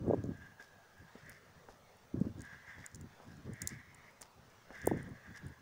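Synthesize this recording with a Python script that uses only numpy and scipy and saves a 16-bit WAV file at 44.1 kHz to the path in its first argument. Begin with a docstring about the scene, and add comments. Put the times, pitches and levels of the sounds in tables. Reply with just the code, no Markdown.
"""A quiet village street in falling snow, the microphone unshielded in the wind.
Gusts buffet it at once in short puffs, and the air soughs over an edge in a hoarse, hollow whistle.
Faint under the wind, someone walks slowly, each boot pressing fresh snow with a knock and a crunch.
Another gust hits after two seconds; then icy flakes tick on the housing, right at the microphone.
A last hard gust comes near five seconds and dies away."""
import sys
import numpy as np
from scipy import signal
from scipy.fft import rfft, irfft, next_fast_len
from scipy.io import wavfile
from scipy.ndimage import uniform_filter1d, map_coordinates

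SR = 44100
rng = np.random.default_rng(int(sys.argv[2]) if len(sys.argv) > 2 else 0)


def digitize_waveform(pressure):
    """Quantize a signal to 16-bit integers and store it at the path in sys.argv[1].

    Rows of a 2-D input are taken as channels; values are limited to [-1, 1].
    """
    field = np.atleast_2d(pressure).T
    bounded = np.clip(field, -1, 1)
    quanta = np.round(bounded * 32767).astype(np.int16)
    wavfile.write(sys.argv[1], SR, quanta)


N = 247401


def amp(db):
    """Decibels to gain."""
    return 10 ** (np.asarray(db) / 20)


def unit(x):
    """Scale to rms 1."""
    return x / np.sqrt(np.mean(x ** 2) + 1e-20)


def wobble(rate):
    """A smooth random curve, rate knots a second."""
    knots = rng.standard_normal(int(N * rate / SR) + 4)
    return map_coordinates(knots, [np.arange(N) * rate / SR])


def filtered(x, response):
    """Filter x by a gain given as a function of Hz."""
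    size = next_fast_len(len(x) + 8192)
    return irfft(rfft(x, size) * response(np.fft.rfftfreq(size, 1 / SR)), size)[:len(x)]


def shape(points, hz):
    """Gain at hz of (freq_hz, level_db) points joined on a log axis."""
    freq_hz, db = np.transpose(points)
    return amp(np.interp(np.log(hz + 1), np.log(freq_hz), db))


def noise(points):
    """Coloured noise of rms 1."""
    return unit(filtered(rng.standard_normal(N), lambda hz: shape(points, hz)))


def hoarse_tone(mid_hz, half_width_hz):
    """Narrow noise of rms 1 with steep sides."""
    gain = lambda hz: 1 / np.hypot(1, ((hz - mid_hz) / half_width_hz) ** 3)
    return unit(filtered(rng.standard_normal(N), gain))


def steady(x, span_s):
    """Even out swells slower than span_s."""
    power = np.abs(uniform_filter1d(x * x, int(span_s * SR) + 1))
    return x / np.sqrt(power + 1e-6)


def patchy(x, depth_db):
    """Give x random patches of gain in time and frequency, at rms 1."""
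    spectrum = signal.stft(x, nperseg=1024)[2]
    patches = uniform_filter1d(rng.standard_normal(spectrum.shape), size=6, axis=0)
    patches = uniform_filter1d(patches, size=8, axis=1)
    return unit(signal.istft(spectrum * amp(depth_db * unit(patches)), nperseg=1024)[1][:N])


def add(track, start_s, sound):
    """Mix a sound into the track at start_s."""
    part = track[max(round(start_s * SR), 0):][:len(sound)]
    part += sound[:len(part)]


def moments(weight, chance):
    """Sample indices, one per chance value (0-1), crowding where the weight is high."""
    total = np.cumsum(weight)
    return np.searchsorted(total, total[-1] * (np.arange(len(chance)) + chance) / len(chance))


def street_hush(street_db=-65, hiss_db=-78, drift_db=-1.0):
    """The hush of the snowy street over the microphone's own hiss."""
    # spectra of the street and of the hiss: freq_hz, level_db
    street = [(20, -2), (45, -26), (90, -13.5), (160, -13), (260, -22.5), (380, -6.5), (590, -5), (900, -7),
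              (1500, -8.5), (2000, -15), (2600, -17.5), (5500, -21), (8000, -29.5), (12000, -62)]
    hiss = [(3000, -43), (6000, 2), (8000, -8.5), (9100, -3), (10500, -9.5), (13700, -8), (14600, -6.5),
            (15300, 2), (15650, 2.5), (15900, -47)]
    hush = amp(street_db + drift_db * wobble(7.6)) * patchy(noise(street), depth_db=2.5)
    return hush + amp(hiss_db) * noise(hiss)


def footsteps(thud_t60=0.2, thud_db=-2, knock_db=5, knock_rise_s=0.00045, grains_per_s=750, clump_db=3):
    """A boot lands with a dull knock, then snow crystals break in a swell of clumped grains."""
    # footfalls: start_s, step_db, crunch_db, crunch_s
    steps = [(0.599, -57.5, -65.5, 0.046), (1.157, -57.5, -78, 0.087), (1.31, -75, -63.5, 0.042),
             (1.686, -52, -69, 0.047), (2.195, -64, -69, 0.059), (2.78, -60, -67.5, 0.054),
             (3.2, -59, -72.5, 0.13), (3.683, -71, -64, 0.05), (4.211, -56.5, -59.5, 0.025),
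             (4.705, -51, -69, 0.077), (5.358, -70, -56.5, 0.018)]
    # modes of a boot sole on packed snow: pitch_hz, level_db, t60_s
    sole_modes = [(244, -3, 0.047), (437, -1, 0.023), (900, -3, 0.02), (1285, -2, 0.017), (1630, 3, 0.0097)]
    # spectra of the thud and of the breaking snow: freq_hz, level_db
    thud_spectrum = [(60, -4), (200, -27), (420, -8.5), (850, -7), (1300, -18), (2000, -27), (4000, -42),
                     (9000, -68)]
    crunch_spectrum = [(200, -25), (900, 3.5), (1700, 7.5), (2700, -1), (4000, -3.5), (5200, 7.5),
                       (7000, -2), (9000, -8), (13000, -11), (16000, -54)]
    knocks, weight, press = np.zeros((3, N))
    t = np.arange(SR // 2) / SR
    for start_s, step_db, crunch_db, crunch_s in steps:
        sole = np.zeros(len(t))
        for hz, db, t60 in sole_modes:
            cycles = hz * rng.normal(1, 0.024) * t + rng.random()
            sole += amp(db - 60 * t / t60) * np.sin(2 * np.pi * cycles)
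        add(knocks, start_s, amp(step_db + knock_db) * sole * (1 - np.exp(-t / knock_rise_s)))
        add(weight, start_s, amp(step_db + thud_db - 60 * t / thud_t60))
        age = 2 * t / crunch_s
        add(press, start_s, amp(crunch_db) * age * np.exp(1 - age))
    breaks = rng.random(N) < grains_per_s / SR
    grains = breaks * rng.lognormal(0, 0.45, N) * rng.choice([-1, 1], N)
    clumps = grains * amp(clump_db * wobble(120))
    crunch = unit(filtered(clumps, lambda hz: shape(crunch_spectrum, hz)))
    return knocks + weight * steady(noise(thud_spectrum), span_s=0.038) + press * crunch


def air_push(start_s, hold_s, attack_s, release_s, sag_db_per_s, wake_db, wake_s):
    """Gain of a push of air: rise up to start_s, sagging hold, release into a wake (slopes per 20 dB)."""
    t = np.arange(N) / SR - start_s
    before, after = np.maximum(-t, 0), np.maximum(t - hold_s, 0)
    fall_db = np.maximum(-20 * after / release_s, wake_db - 20 * after / wake_s)
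    return amp(-20 * before / attack_s - sag_db_per_s * np.clip(t, 0, hold_s) + fall_db)


def whistle_flow(wind_db, gust_leak_db=-35, rest_hz=1640, climb_hz_per_s=130):
    """The whistle's level in dB and centre in Hz: gusts stir it, the strongest swell leads the pitch."""
    # swells of the whistle: start_s, hold_s, level_db, attack_s, centre_hz
    swells = [(0.124, .03, -61, .06, 1520), (0.415, 0.055, -58, 0.18, 1570),
              (0.601, .006, -56.5, 0.015, 1610), (0.718, .02, -64.5, 0.047, 1600),
              (0.974, 0.021, -62, 0.054, 1665), (1.291, 0.075, -59.5, .26, 1844),
              (2.477, 0.073, -55, 0.1, 1692), (2.68, 0.17, -56, .13, 1830), (3.303, .012, -64, .04, 1650),
              (3.581, 0.25, -55.5, 0.12, 1868), (4.013, 0.072, -64.5, 0.56, 2020),
              (4.752, 0.0063, -48.5, 0.026, 1696), (4.839, 0.16, -52.5, 0.12, 1810),
              (5.247, 0.023, -59, 0.22, 1750), (5.35, 0.028, -56, 0.058, 1706),
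              (5.473, 0.035, -64.5, 0.2, 1670)]
    t = np.arange(N) / SR
    power = amp(wind_db + gust_leak_db) ** 2
    weighted_hz = power * rest_hz
    for start_s, hold_s, db, attack_s, hz in swells:
        push = air_push(start_s, hold_s, attack_s, release_s=0.087,
                        sag_db_per_s=13.5, wake_db=-7.5, wake_s=0.46)
        share = (amp(db) * push) ** 2
        power += share
        weighted_hz += share * (hz + climb_hz_per_s * np.clip(t - start_s, 0, hold_s))
    return 10 * np.log10(power), weighted_hz / power


def whistle(level_db, centre_hz, reach_hz=115, air_db=-12, waver_db=2.5):
    """Air whistles hoarsely over an edge; each swell has its own pitch, climbing slightly as it holds."""
    # resonances of the whistling air and their overtones: pitch_hz, half_width_hz, level_db
    resonances = [(1635, 58, 10.5), (1798, 237, 11), (1995, 234, 13)]
    overtones = [(3490, 175, -22), (5480, 500, -22)]
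    # spectrum of the rushing air: freq_hz, level_db
    air = [(600, -3), (1200, 8.5), (2400, -3), (2800, 1.5), (4300, -14.5), (5400, -25.5), (6600, -3.5),
           (8000, -15), (9200, -11.5), (12000, -36), (15300, -9), (16000, -72)]
    tone = sum(amp(db) * hoarse_tone(hz, width) / (1 + ((centre_hz - hz) / reach_hz) ** 2)
               for hz, width, db in resonances)
    hollow = sum(amp(db) * hoarse_tone(hz, width) for hz, width, db in overtones)
    hiss = amp(air_db) * patchy(noise(air), depth_db=1.5)
    return amp(level_db + waver_db * wobble(45)) * (steady(tone, span_s=0.02) + hollow + hiss)


def flakes(wind_db, gain_db=10, tick_t60=0.0041, rebound_s=0.0021, ring_db=-33, ring_t60=0.13,
           width_octaves=0.33, faint_rebound_db=-6, crowding=0.45, faint_count=20):
    """Each icy flake ticks on the housing and again as it rebounds; faint ones crowd into the gusts."""
    # the loudest flakes: start_s, level_db, pitch_hz, rebound_db
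    hits = [(0.2388, -48, 6200, -31), (1.296, -40, 10800, -13), (2.394, -51, 6150, -16),
            (2.4072, -45, 7160, -24), (2.4189, -40.5, 7800, -28), (2.8613, -31.5, 7900, 11),
            (2.9469, -37, 7100, -3), (2.9566, -42.5, 7100, -3), (3.012, -45, 7300, -13),
            (3.5349, -45, 8550, 0), (3.6188, -24.5, 7650, -11), (3.6742, -19.5, 8130, -7),
            (3.6917, -37, 6440, -8), (3.9462, -45, 8600, -1), (4.2113, -44, 8100, 0),
            (4.2176, -34.5, 7960, -3), (4.817, -43.5, 6500, -13), (4.8582, -39.5, 8500, -9),
            (4.871, -22, 9950, -33), (5.0285, -48.5, 8540, 1), (5.466, -49.5, 9300, 5)]
    # response of the housing: freq_hz, level_db
    housing = [(1500, -48), (3500, -1.5), (5000, 1.5), (6000, -2), (7000, 1), (8000, -5.5), (9300, -1.5),
               (11000, -8.5), (13500, -15), (15300, 10), (16500, -5)]
    out, t = np.zeros(N), np.arange(SR // 20) / SR
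    chance, size, spot = rng.random((faint_count, 3)).T
    faint_s = moments(amp(crowding * wind_db), chance) / SR
    faint_db = -57 + 8 * (size - 0.5)
    faint_hz = 6500 + 3500 * spot
    faint_hits = zip(faint_s, faint_db, faint_hz, np.full(faint_count, faint_rebound_db))
    for start_s, db, pitch_hz, rebound_db in [*hits, *faint_hits]:
        after = t - rebound_s * rng.lognormal(0, 0.043)
        rebound = (after > 0) * amp(rebound_db - 60 * np.abs(after) / tick_t60)
        decay = amp(-60 * t / tick_t60) + rebound + amp(ring_db - 60 * t / ring_t60)
        burst = np.pad(decay * rng.choice([-1, 1], len(t)), (SR // 1000, 0))  # 1 ms lead for the filter
        # each spot of the housing rings around its own pitch
        colour = lambda hz: shape(housing, hz) / (1 + (np.log2((hz + 1) / pitch_hz) / width_octaves) ** 2)
        tick = filtered(burst, colour)
        add(out, start_s - 0.001, amp(db + gain_db) * tick / np.linalg.norm(tick))
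    return out


def wind_strength(calm_db=-68.5, stir_db=3):
    """Level in dB of the wind at the microphone port: gusts over a faintly stirring calm."""
    # gusts that hit the port: start_s, hold_s, level_db
    gusts = [(0.0, .325, -40), (0.07, .085, -37), (0.388, .035, -54), (1.005, .015, -52), (1.232, .11, -62),
             (1.556, .03, -61.5), (2.164, .115, -40), (2.379, .02, -43.5), (2.547, .015, -56.5),
             (2.782, .02, -53), (2.945, .115, -50.5), (3.269, .13, -53), (3.469, .05, -44),
             (3.625, .025, -47), (3.721, .04, -50), (3.867, .055, -63.5), (4.373, .008, -58),
             (4.841, .275, -47), (4.912, .04, -37), (5.295, .015, -51.5), (5.417, .09, -50)]
    power = amp(calm_db + stir_db * wobble(14)) ** 2
    for start_s, hold_s, db in gusts:
        push = air_push(start_s, hold_s, attack_s=0.035, release_s=0.06,
                        sag_db_per_s=6, wake_db=-16, wake_s=0.22)
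        power += (amp(db) * push) ** 2
    return 10 * np.log10(power)


def buffeting(wind_db, gain_db=-1.5, knee_db=-42, flutter_db=-6, rumble_db=-2, lump_db=3, ceiling_db=-35):
    """Turbulence at the port: harder wind sheds smaller, higher eddies."""
    # spectra of the large and of the small eddies: freq_hz, level_db
    rumble = [(20, -21), (45, -12.5), (85, 5), (150, 4), (250, -2.5), (400, -19.5), (650, -34), (1200, -50),
              (3000, -100)]
    flutter = [(40, -21), (150, 1), (300, 8.5), (550, -2.5), (800, -18), (1200, -18), (2500, -45),
               (6000, -100)]
    lumps = amp(lump_db * wobble(70))
    brightness = amp(flutter_db + wind_db - knee_db)
    flow = steady(amp(rumble_db) * noise(rumble) + brightness * noise(flutter), span_s=0.027)
    # in the hardest gusts the churning levels off
    strength = 1 / np.hypot(amp(-wind_db), amp(-ceiling_db))
    return amp(gain_db) * strength * lumps * flow


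def small_eddies(wind_db, over_db=4, onset_db=-56, mid_hz=130, spread=0.26, octave_db=-16, count=30):
    """Lesser eddies that gusts shed at random: start_s, level_db, pitch_hz, octave_db."""
    chance, size = rng.random((count, 2)).T
    shedding = 1 / (1 + amp(onset_db - wind_db) ** 2)
    at = moments(shedding, chance)
    pitch_hz = mid_hz * np.exp(spread * (2 * size - 1))
    return list(zip(at / SR, wind_db[at] + over_db, pitch_hz, np.full(count, octave_db)))


def puffs(wind_db, gain_db=-1, rise_cycles=0.97, slowing=0.16, start_ratio=1.223, port_hz=1000):
    """An eddy swings the pressure at the port for about two cycles and slows as it passes."""
    # the strongest eddies: start_s, level_db, pitch_hz, octave_db
    strong_eddies = [(0.079, -23, 338, -15.5), (0.088, -26.5, 262, -11), (0.099, -22.5, 453, -28),
                     (0.109, -17.5, 515, -39.5), (0.134, -18, 476, -12), (0.141, -22.5, 350, -8),
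                     (0.238, -29.5, 240, -7.5), (0.288, -26.5, 211, -14), (0.314, -37, 201, -29),
                     (1.151, -44.5, 228, -3), (2.141, -25.5, 246, -35), (2.17, -31.5, 125, -6),
                     (2.2109, -19, 194, -15.5), (2.266, -28.5, 232, -20), (3.039, -38, 206, -28),
                     (3.49, -41.5, 175, 0), (3.629, -42, 135, -13), (3.726, -43, 129, -10),
                     (4.873, -16, 400, -7), (4.912, -25, 368, -1.5), (4.916, -21.5, 249, -8.5),
                     (5.107, -40.5, 130, -11), (5.455, -35, 114, -34)]
    out, t = np.zeros(N), np.arange(SR // 16) / SR
    for start_s, db, hz, octave_db in strong_eddies + small_eddies(wind_db):
        age = t * hz / rise_cycles
        swell = (age * np.exp(1 - age)) ** 3
        cycles = start_ratio * np.log1p(slowing * t * hz) / slowing
        phase = 2 * np.pi * (cycles + rng.random())
        # the swing steepens at its height, which adds the octave
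        octave = amp(octave_db) * swell * np.sin(2 * phase)
        add(out, start_s, amp(db + gain_db) * swell * (np.sin(phase) + octave))
    # the port rounds off the steepest swings
    return filtered(out, lambda hz: 1 / np.hypot(1, (hz / port_hz) ** 6))


def scene():
    """Wind, flakes and steps at one microphone in open air, without echo."""
    wind_db = wind_strength()
    wind = buffeting(wind_db) + puffs(wind_db) + whistle(*whistle_flow(wind_db))
    return (wind + flakes(wind_db) + footsteps() + street_hush())[None]


def record(dry):
    """The recorder keeps nothing above its band limit."""
    top_hz = 16600
    return np.array([filtered(channel, lambda hz: hz < top_hz) for channel in dry])


dry = scene()
out = record(dry)
digitize_waveform(out)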